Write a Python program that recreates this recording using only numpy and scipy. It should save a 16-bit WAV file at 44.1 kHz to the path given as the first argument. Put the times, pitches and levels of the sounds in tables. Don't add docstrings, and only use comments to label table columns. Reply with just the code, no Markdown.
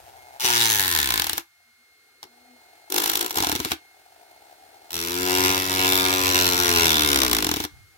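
import sys
import numpy as np
from scipy import signal
from scipy.fft import rfft, irfft, next_fast_len
from scipy.io import wavfile
from scipy.ndimage import uniform_filter1d

SR = 44100
rng = np.random.default_rng(int(sys.argv[2]) if len(sys.argv) > 2 else 0)


def output_pcm(signal):
    pcm = np.clip(np.atleast_2d(signal).T, -1, 1) * 32767
    wavfile.write(sys.argv[1], SR, np.round(pcm).astype(np.int16))


N = 351477
TIME = np.arange(N) / SR
STRIKE_SIZE, LEAD_S = 2048, .012
CUTOFF_HZ, REFERENCE_PASSES_PER_S = 15900, 104

# (time [s], pressure [dB], depth of bend [dB])
FIRST_PUSH = [(0.399, -12.5, -17), (0.45, -1, 1.5), (0.6, 2.5, 1), (0.78, -2, -4.5), (0.88, -3, -2.5),
              (0.97, -0.5, -4), (1.2, -2.5, -6), (1.32, -4.5, 2), (1.401, -9, -9)]
SECOND_PUSH = [(2.899, -19.5, -4), (2.926, -9, -0.5), (2.965, -4, 4.5), (3.05, -3.5, -3.5),
               (3.16, -5, -4.5), (3.256, -10.5, 1), (3.3, -23, -18), (3.345, -21.5, -6), (3.381, 2, -8),
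               (3.62, -9.5, -4), (3.735, -1, 2)]
THIRD_PUSH = [(4.907, -25, -26), (4.94, -5, -12.5), (5.05, -7, -7.5), (5.2, -3.5, -1), (5.46, 4, 2),
              (5.66, -3, -7), (5.85, 2.5, 1.5), (6.15, 0, -1.5), (6.38, 3.5, -0.5), (6.55, 1.5, -1),
              (6.8, 5, 0.5), (6.96, 3, -2), (7.12, 4, 0.5), (7.44, -1, -3.5), (7.65, 3, -5)]
# (frequency [Hz], level [dB])
SECOND_COLOUR = [(330, -21.5), (600, -10), (790, 9.5), (930, 7), (1200, 2.5), (1550, 2.5), (1950, -1.5),
                 (2200, 1.5), (2450, 0), (3300, 4.5), (4200, 5), (5050, -3), (5600, 6.5), (6400, -2),
                 (7400, 1.5), (8500, -5.5), (10400, -3), (10950, 2.5), (12000, 0.5), (15500, -3.5)]
# (time [s], blade passes [1/s])
ROTOR_RATE = [(0, 125), (.4, 130), (1.4, 3), (2.2, 5), (2.5, 36), (2.9, 50), (3.75, 20), (4.2, 58),
              (4.9, 83), (7.7, 5)]
# (frequency [Hz], width [Hz], level [dB])
BLADE_MODES = [(736, 40, 3), (840, 60, -3), (910, 55, 1), (1008, 45, 5), (1195, 60, 0), (1302, 55, 3),
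               (1378, 40, 8), (1660, 80, 2)]
PUFF_MODES = [(76, 22, 0)]


def from_db(db):
    return 10 ** (np.asarray(db) / 20)


def rms_one(x):
    return x / np.sqrt(np.mean(x ** 2) + 1e-20)


def at_time(rows, when):
    s, *columns = np.transpose(rows)
    return [np.interp(when, s, c) for c in columns]


def at_hz(points, hz):
    f, value = np.transpose(points)
    return np.interp(np.log(hz + 1), np.log(f), value)


def add(out, s, sound):
    i = int(s * SR)
    out[..., i:i + sound.shape[-1]] += sound[..., :N - i]


def butter(x, order, hz, kind):
    return signal.sosfilt(signal.butter(order, hz, kind, fs=SR, output="sos"), x + 1e-18)


def resonance(x, hz, width_hz):
    return signal.lfilter(*signal.iirpeak(hz, hz / width_hz, fs=SR), x + 1e-18)


def brighten(x, treble_db, corner_hz=7500):
    low = signal.lfilter(*signal.butter(1, corner_hz, fs=SR), x)
    return low + from_db(treble_db) * (x - low)


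def drift(per_s):
    steps = rng.standard_normal(int(TIME[-1] * per_s) + 2)
    return np.interp(TIME * per_s, np.arange(len(steps)), steps)


def stereo_noise(colour, size):
    # (frequency [Hz], correlation [0-1])
    likeness = [(100, 0.91), (1200, 0.88), (2800, 0.07), (6000, 0.15), (14000, 0)]
    padded = next_fast_len(size)
    mid, side = rfft(rng.standard_normal((2, padded)))
    hz = np.arange(len(mid)) * SR / padded
    alike = at_hz(likeness, hz)
    pair = np.sqrt(1 + alike) * mid + np.sqrt(1 - alike) * side * [[1], [-1]]
    return rms_one(irfft(pair * from_db(at_hz(colour, hz)) * (hz < CUTOFF_HZ), padded)[:, :size])


def swing(kicks, modes):
    click, response = np.eye(1, 2 * STRIKE_SIZE)[0], 0
    for k, (hz, width, db) in enumerate(modes):
        r = np.exp(-np.pi * width / SR)
        ring = signal.lfilter([1, 0, -1], [1, -2 * r * np.cos(2 * np.pi * hz / SR), r * r], click)
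        response = response + (-1) ** k * from_db(db) * (1 - r) * ring
    return signal.oaconvolve(kicks, response / np.linalg.norm(response))[:N]


def held_at(x, level_db):
    power = uniform_filter1d(uniform_filter1d(x ** 2, size=2200), size=2200)
    return x / np.sqrt(np.maximum(power, power.max() / 10)) * from_db(level_db)


def pressure(push, when):
    return at_time(push, when)[0]


def touch(push, settle_s, release_db_per_s=558):
    since, after = np.maximum(TIME - push[0][0], 0), np.maximum(TIME - push[-1][0], 0)
    return (1 - np.exp(-since / settle_s)) * from_db(-np.minimum(release_db_per_s * after, 200))


def room(x, t60_s, wet_db, treble_db=-10):
    t = TIME[:SR // 2]
    tail = rng.standard_normal((2, len(t))) * from_db(-60 * t / t60_s) * (t > .004)
    tail /= np.linalg.norm(tail, axis=1, keepdims=True)
    tail = brighten(tail, treble_db, corner_hz=5000)
    return x + from_db(wet_db) * signal.oaconvolve(butter(x, 2, 500, "high"), tail, axes=1)[:, :N]


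def place(x, lag_samples=14):
    # (frequency [Hz], level [dB])
    balance = [(60, -3), (150, 0), (350, 3.5), (700, 3.5), (1500, 0.5), (5000, 0), (10000, 2.5),
               (15000, 3.5)]
    size = next_fast_len(N)
    lean = at_hz(balance, np.arange(size // 2 + 1) * SR / size) / 2
    left, right = irfft(rfft(x, size) * from_db([lean, -lean]), size)[:, :N]
    return np.array([left, np.pad(right, (lag_samples, 0))[:N]])


def hiss(floor_db=-72):
    # (time [s], level [dB])
    lift = [(0, 15.5), (.38, 12), (1.5, 8), (2.1, 9.5), (2.8, 12.5), (3.9, 12), (4.85, 13.5), (7.7, 14),
            (7.97, 11.5)]
    # (frequency [Hz], level [dB])
    colour = [(40, -18), (80, -2.5), (160, -15.5), (380, -17.5), (600, -27.5), (800, -15.5), (1200, -4.5),
              (1450, 0.5), (1900, -5), (3000, -5.5), (4500, -5.5), (7000, -9.5), (11000, -9), (16000, -13)]
    return from_db(floor_db + at_time(lift, TIME)[0]) * stereo_noise(colour, N)


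def rumble(still_db=-86, draught_db=-76, pushed_db=-47, bump_attack_s=0.03):
    # (time [s], level [dB], fade [dB/s])
    bumps = [(0, -61, 52.5), (7.73, -49, 79)]
    draught = from_db(draught_db) * at_time(ROTOR_RATE, TIME)[0] / REFERENCE_PASSES_PER_S
    gain = from_db(still_db) + draught
    for push in FIRST_PUSH, SECOND_PUSH, THIRD_PUSH:
        gain += from_db(pushed_db + pressure(push, TIME)) * touch(push, settle_s=0.15) ** 2
    for s, db, fade in bumps:
        rise = np.clip(1 + (TIME - s) / bump_attack_s, 0, 1)
        gain += rise * from_db(db - fade * np.maximum(TIME - s, 0))
    return gain * rms_one(butter(rng.standard_normal((2, N)), 2, [55, 105], "band"))


def rush():
    # (time [s], level [dB])
    envelope = [(0, -68.5), (1.38, -72), (1.5, -104), (1.76, -87.5), (1.84, -76.5), (2.2, -71.5),
                (2.8, -68.5), (3.9, -72.5), (4.4, -67.5), (4.9, -63.5), (7.7, -73)]
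    # (frequency [Hz], level [dB])
    colour = [(150, -32), (280, -8), (380, -2), (470, -3), (590, -11), (1200, -49)]
    return from_db(at_time(envelope, TIME)[0]) * stereo_noise(colour, N)


def low_tones(octave_db=-9, fade_s=0.043, rise_hz_per_s=15):
    # (start [s], length [s], pitch [Hz], level [dB])
    swells = [(1.64, 0.1, 236, -72), (1.77, 0.082, 244, -68.5), (2.259, 0.36, 242, -64.5),
              (2.383, 0.13, 246, -58.5), (2.46, 0.13, 250, -57.5)]
    out = np.zeros(N)
    for s, length, hz, db in swells:
        t = TIME[:int(length * SR)]
        phase = 2 * np.pi * np.cumsum(hz + rise_hz_per_s * (t - length / 2)) / SR
        swell = np.clip(np.minimum(t, length - t) / fade_s, 0, 1)
        add(out, s, from_db(db) * swell * (np.sin(phase) + from_db(octave_db) * np.sin(2 * phase)))
    return out


def whine(waver_db=.6):
    # (time [s], pitch [Hz])
    pitch = [(0, 2140), (1.4, 2137), (2.9, 2136.5), (3.9, 2141), (7.97, 2139)]
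    # (multiple, level [dB])
    orders = [(1, 0), (3, -20), (5, -17)]
    # (time [s], fundamental [dB], octave [dB])
    envelopes = [(.1, -78, -78), (.2, -51, -63), (.35, -59, -66), (1.5, -62, -71.5), (1.82, -60, -67),
                 (1.95, -59, -65), (2.35, -61.5, -64), (2.5, -59, -62), (3.86, -55, -62.5),
                 (4.04, -62, -67), (4.12, -63.5, -66), (4.2, -65, -67), (4.3, -58.5, -63),
                 (4.58, -63.5, -65), (4.85, -60, -60.5), (7.72, -55.5, -68), (7.97, -59.5, -68)]
    phase = 2 * np.pi * np.cumsum(at_time(pitch, TIME)[0]) / SR
    level, octave = at_time(envelopes, TIME)
    odd = sum(from_db(db) * np.sin(k * phase) for k, db in orders)
    tone = from_db(level) * odd + from_db(octave) * np.sin(2 * phase)
    return from_db(waver_db * drift(per_s=32)) * tone


def swish(level_db=-52.5, db_per_doubling=4.5, throb_db=4.5, flutter_db=2.5):
    # (frequency [Hz], level [dB])
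    colour = [(150, -33), (300, -16), (430, -8), (550, -13), (660, 3), (770, 8), (900, 0), (1100, -16),
              (1500, -11.5), (3000, -16.5), (8000, -21)]
    rate = np.maximum(at_time(ROTOR_RATE, TIME)[0], 1)
    throb = throb_db * np.sin(2 * np.pi * np.cumsum(rate) / SR)
    level = level_db + db_per_doubling * np.log2(rate / REFERENCE_PASSES_PER_S)
    return from_db(level + flutter_db * drift(per_s=66) + throb) * stereo_noise(colour, N)


def housing(x):
    # (frequency [Hz], width [Hz], gain [dB])
    bands = [(1505, 160, 1.5), (1660, 72, 3), (1796, 110, -1.5), (1880, 120, 1), (2196, 38, 3.5),
             (2500, 150, -4.5), (2627, 120, 2.5), (2916, 110, 2.5), (3070, 170, -3.5), (3350, 320, 1)]
    for hz, width, db in bands:
        x = x + (from_db(db) - 1) * resonance(x, hz, width)
    return x


def crackle(size, depth_db):
    return rms_one(from_db(depth_db * rms_one(uniform_filter1d(rng.standard_normal(size), size=20))))


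def rub(push, level_db, settle_s, easing_db_per_s):
    eased = easing_db_per_s * (np.clip(TIME, push[0][0], push[-1][0]) - push[0][0])
    return from_db(level_db + 0.66 * pressure(push, TIME) - eased) * touch(push, settle_s) ** 2


def rustle():
    # (frequency [Hz], level [dB])
    colour = [(400, -25), (640, -22), (860, 2), (1150, -5), (1700, 1), (2200, 3.5), (3700, 2), (5000, -0.5),
              (8500, -7.5), (15500, -3)]
    gain = (rub(FIRST_PUSH, level_db=-25.5, settle_s=0.0065, easing_db_per_s=7.5)
            + rub(SECOND_PUSH, level_db=-31.0, settle_s=0.014, easing_db_per_s=1.5)
            + rub(THIRD_PUSH, level_db=-33.5, settle_s=0.034, easing_db_per_s=1.0))
    return gain * stereo_noise(colour, N) * crackle(N, depth_db=3.5)


def brief_resonances(paper, width_hz=260):
    # (middle [s], half-length [s], pitch [Hz], gain [dB])
    rings = [(0.517, 0.11, 850, 0), (0.485, 0.19, 5900, 5), (0.6, 0.027, 3750, 10.5),
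             (0.7, 0.052, 6260, 6.5), (0.68, 0.1, 7500, 2), (1.05, 0.28, 1700, 2.5), (1.395, .02, 910, -7),
             (2.235, .03, 4850, 8), (3.45, 0.091, 755, -2), (3.713, 0.014, 774, -6), (3.72, 0.03, 2530, 8),
             (4.986, 0.08, 5750, -1), (5.418, 0.13, 5600, -3), (5.464, 0.13, 2580, 1.5),
             (5.832, 0.042, 2750, 7.5), (5.98, 0.27, 2360, -3), (5.967, 0.11, 3570, 2.5),
             (6.294, 0.18, 2640, 2.5), (6.45, 0.34, 4150, 1.5), (6.544, 0.29, 5800, -0.5),
             (6.79, 0.067, 2690, 8), (6.975, 0.1, 3550, 7.5)]
    # (time [s], gain [dB])
    crispness = [(.42, 1), (.58, -18), (.7, 4), (1.1, 4), (1.2, 1), (1.4, 7.5), (2.23, -10), (2.9, 3.5),
                 (3.7, -4), (4.9, 2), (5.6, -12), (5.88, 1), (5.96, 5.5), (6.04, -3), (7.1, -2), (7.22, -6),
                 (7.33, 2), (7.42, -4)]
    out = paper
    for s, half_length, hz, db in rings:
        swell = from_db(db) / (1 + ((TIME - s) / half_length) ** 4)
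        out = out + swell * resonance(paper, hz, width_hz)
    return brighten(out, at_time(crispness, TIME)[0], corner_hz=12000)


def flap(kicks, bend_db, width_hz=20, scatter=.012):
    # (frequency [Hz], width [Hz], level [dB])
    modes = [(161, 31, -14), (285.8, 27, 6.5), (365.3, 31.7, 3.5), (446, 47, -2.5)]
    # (time [s], pitch [Hz])
    bend = [(.45, 400), (1.1, 321.5), (2.25, 369), (2.93, 358), (3.03, 332), (3.13, 336), (3.2, 359),
            (3.37, 343), (3.44, 285), (3.55, 311), (5.3, 360.4), (6.55, 353), (6.8, 409), (6.98, 301)]
    t, bending = TIME[:2 * STRIKE_SIZE], np.zeros(N)
    for i in np.flatnonzero(kicks):
        hz = at_time(bend, i / SR)[0] * (1 + scatter * rng.standard_normal())
        note = np.sin(2 * np.pi * hz * t) * np.exp(-np.pi * width_hz * t)
        add(bending, i / SR, kicks[i] * note / np.linalg.norm(note))
    return (swing(kicks, modes) + from_db(bend_db) * bending) / np.hypot(1, from_db(bend_db))


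def slap(grain, attack_ms, ring_ms, treble_ring_ms, split_hz=3500, tail_db=-41, tail_ms=3.2):
    ms = (TIME[:STRIKE_SIZE] - LEAD_S) * 1000
    hz = np.arange(STRIKE_SIZE // 2 + 1) * SR / STRIKE_SIZE
    body = irfft(rfft(grain) / (1 + (hz / split_hz) ** 4))
    rise, after = np.exp(np.minimum(ms, 0) / attack_ms), np.maximum(ms, 0)
    tail = from_db(tail_db) * np.exp(-after / tail_ms)
    slow, fast = (rise * (np.exp(-after / ring) + tail) for ring in (ring_ms, treble_ring_ms))
    return body * slow / np.linalg.norm(slow) + (grain - body) * fast / np.linalg.norm(fast)


def knocks(slap_db=17.5, flap_db=24.5, blade_db=-12, puff_db=18.5, attack_ms=.8):
    # (time [s], relative slap level [dB], relative flap level [dB])
    flicks = [(0.398, -26, -67), (0.445, -14.5, -31.5), (0.9497, -13.5, -50), (0.989, -16, -37),
              (1.0022, -29, -52), (1.1049, -13, -46), (1.219, -12.5, -45), (1.2424, -14.5, -37),
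              (1.268, -17, -39), (1.2953, -13.5, -36), (1.3314, -16, -35), (1.3729, -30, -40),
              (1.379, -16.5, -36), (2.2292, -30, -55), (2.2383, -35, -51), (2.251, -48, -49),
              (3.155, -16, -58), (3.2115, -15.5, -50), (3.307, -18, -40), (3.3713, -28, -23.5),
              (3.384, -12, -32), (3.4031, -13.5, -24), (3.4242, -11.5, -26), (3.4352, -17, -39),
              (3.4453, -13.5, -37), (3.4689, -14, -25), (3.4882, -18, -44), (3.495, -13.5, -27),
              (3.5162, -13, -48), (3.525, -16, -23.5), (3.5517, -14, -26), (3.56, -16, -26),
              (3.5932, -26, -30), (3.601, -16.5, -22), (3.648, -14, -31), (3.656, -22, -24.5),
              (3.709, -23, -36), (3.7174, -11, -25), (3.7319, -29, -33), (4.906, -27, -64),
              (5.933, -27, -55), (5.9652, -26, -55), (5.9763, -28, -56), (5.999, -32, -57),
              (7.1592, -9, -37), (7.313, -12.5, -29), (7.3318, -15, -29), (7.3494, -15, -40),
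              (7.3852, -15, -33), (7.446, -15, -36), (7.4672, -12.5, -23), (7.4902, -13, -24),
              (7.514, -11, -21), (7.539, -14, -25.5), (7.561, -19, -30), (7.568, -18.5, -23),
              (7.602, -17.5, -23), (7.639, -18, -34), (7.6492, -19.5, -27.5)]
    slaps, flaps, puffs = np.zeros((2, N)), np.zeros(N), np.zeros(N)
    for s, hardness, depth in flicks:
        grain = stereo_noise(SECOND_COLOUR, STRIKE_SIZE) * crackle(STRIKE_SIZE, depth_db=-0.5)
        snap = slap(grain, attack_ms, ring_ms=5.3, treble_ring_ms=2.2)
        add(slaps, s - LEAD_S + attack_ms / 1000, from_db(hardness + slap_db) * snap)
        flaps[int(s * SR)] = from_db(depth + flap_db)
        puffs[int(s * SR)] = from_db(puff_db + 0.98 * depth + 0.48 * hardness)
    ringing = from_db(blade_db) * swing(flaps, BLADE_MODES)
    return slaps + flap(flaps, bend_db=2.0) + ringing + swing(puffs, PUFF_MODES)


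def buzz(rate, push, colour, *, slap_db, attack_ms, ring_ms, treble_ring_ms, treble_db, slow_treble_db,
         repeat, memory, crackle_db, uneven_db, long_blade_db, jitter_s,
         flap_db, bend_db, flap_lag_ms, flap_settle_s, low_cut_hz,
         blade_db, blade_settle_s, puff_db, puff_settle_s):
    span = TIME[(TIME >= rate[0][0]) & (TIME <= rate[-1][0])]
    passes = np.cumsum(at_time(rate, span)[0]) / SR
    times = np.interp(np.arange(int(passes[-1]) + 1), passes, span)
    speed, press = at_time(rate, times)[0], pressure(push, times)
    treble = treble_db - 0.33 * press + slow_treble_db * np.log2(speed.max() / speed)
    attack = attack_ms * from_db(0.88 * press)
    steady_low_db = 13 * repeat
    slaps, kicks, crease = np.zeros((2, N)), np.zeros(N), stereo_noise(colour, STRIKE_SIZE)
    for k, s in enumerate(times):
        strength, late = rng.standard_normal(2)
        onset = s + jitter_s * late
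        crease = np.sqrt(memory) * crease + np.sqrt(1 - memory) * stereo_noise(colour, STRIKE_SIZE)
        scrape = stereo_noise(colour, STRIKE_SIZE) * crackle(STRIKE_SIZE, crackle_db)
        scrape = from_db(-steady_low_db) * brighten(scrape, steady_low_db, corner_hz=2000)
        grain = np.sqrt(repeat) * crease + np.sqrt(1 - repeat) * scrape
        snap = brighten(slap(grain, attack[k], ring_ms, treble_ring_ms), treble[k])
        reach = long_blade_db * ((k % 3 == 1) - 1 / 2)
        gain = np.sqrt(SR / speed[k]) * from_db(slap_db + press[k] + reach + uneven_db * strength)
        add(slaps, onset - LEAD_S, gain * snap)
        kicks[int(onset * SR)] = from_db(uneven_db * strength / 2)
    held, depth = at_time(push, TIME)
    halvings = np.log2(speed.max() / at_time(rate, TIME)[0])
    flaps = flap(np.roll(kicks, int(flap_lag_ms * SR / 1000)), bend_db)
    radiated = butter(flaps, 3, low_cut_hz, "high")
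    flapping = held_at(radiated, flap_db + depth)
    ringing = held_at(swing(kicks, BLADE_MODES), blade_db + (held + depth) / 2 - 12.5 * halvings)
    puffing = held_at(swing(kicks, PUFF_MODES), puff_db + held + 0.5 * halvings)
    return (slaps + flapping * touch(push, flap_settle_s) + ringing * touch(push, blade_settle_s)
            + puffing * touch(push, puff_settle_s) ** 2)


def pushes():
    # (time [s], blade passes [1/s])
    first_rate = [(0.3982, 128.78), (0.5132, 119.3), (0.6282, 115.83), (0.7432, 106.24), (0.8581, 93.54),
                  (0.9731, 77.25), (1.0881, 63.15), (1.2031, 47.14)]
    second_rate = [(2.9022, 47.6), (3.0215, 52.86), (3.1407, 51.65), (3.26, 59.14), (3.3792, 67.82)]
    third_rate = [(4.9062, 83.05), (5.061, 84.94), (5.187, 90.35), (5.5751, 93.36), (6.2237, 92.14),
                  (6.6274, 88.66), (6.8395, 83.36), (7.2219, 66.47), (7.4513, 47.19)]
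    # (frequency [Hz], level [dB])
    first_colour = [(400, -37.5), (640, -20.5), (860, 6.5), (1150, 0.5), (1550, -0.5), (2000, -0.5),
                    (2700, -2.5), (3600, 1), (4600, -0.5), (5900, -5.5), (8500, -8.5), (11500, -8),
                    (15500, -12)]
    third_colour = [(580, -4), (850, 0.5), (1280, -2), (1600, -5), (2100, -1.5), (2650, -3), (3050, -2.5),
                    (3550, 0), (4750, -3.5), (5700, 0.5), (6600, -7.5), (7600, -3.5), (8900, -11.5),
                    (11300, -2.5), (12300, -6.5), (13400, -2), (15500, -9)]
    first = buzz(
        first_rate, FIRST_PUSH, first_colour, slap_db=-25.5,
        attack_ms=0.43, ring_ms=4.2, treble_ring_ms=1.7, treble_db=8.0, slow_treble_db=-1.5,
        repeat=0.74, memory=0.93, crackle_db=0.5, uneven_db=1.96, long_blade_db=1.0, jitter_s=.00003,
        flap_db=-38.5, bend_db=1.5, flap_lag_ms=.4, flap_settle_s=0.026, low_cut_hz=23,
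        blade_db=-39.5, blade_settle_s=0.015, puff_db=-40.5, puff_settle_s=0.075)
    second = buzz(
        second_rate, SECOND_PUSH, SECOND_COLOUR, slap_db=-20.0,
        attack_ms=5.0, ring_ms=3.2, treble_ring_ms=2.9, treble_db=1.0, slow_treble_db=-3.5,
        repeat=0.16, memory=0.84, crackle_db=3.5, uneven_db=1.5, long_blade_db=4.0, jitter_s=.0003,
        flap_db=-34.5, bend_db=3.0, flap_lag_ms=-6.5, flap_settle_s=0.007, low_cut_hz=300,
        blade_db=-29, blade_settle_s=0.0077, puff_db=-80, puff_settle_s=0.12)
    third = buzz(
        third_rate, THIRD_PUSH, third_colour, slap_db=-23,
        attack_ms=0.65, ring_ms=4.8, treble_ring_ms=2.02, treble_db=-1.5, slow_treble_db=-2.5,
        repeat=0.56, memory=0.88, crackle_db=2.0, uneven_db=1.42, long_blade_db=-0.8, jitter_s=.00003,
        flap_db=-28.5, bend_db=-0.5, flap_lag_ms=4.06, flap_settle_s=0.026, low_cut_hz=158,
        blade_db=-29.5, blade_settle_s=0.2, puff_db=-39.5, puff_settle_s=0.24)
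    return first + second + third


def scene():
    buzzing, rubbing = pushes(), rustle()
    paper = housing(brief_resonances(buzzing + knocks()) + rubbing)
    fan = place(paper + swish() + low_tones())
    bed = hiss() + place(rush())
    return room(fan, t60_s=0.17, wet_db=-10.5) + place(whine()) + bed + rumble()


def record(dry):
    rounded = 1.5 * np.tanh(butter(dry, 2, 45, "high") / 1.5)
    return signal.sosfilt(signal.ellip(10, .1, 80, CUTOFF_HZ, fs=SR, output="sos"), rounded)


dry = scene()
out = record(dry)
output_pcm(out)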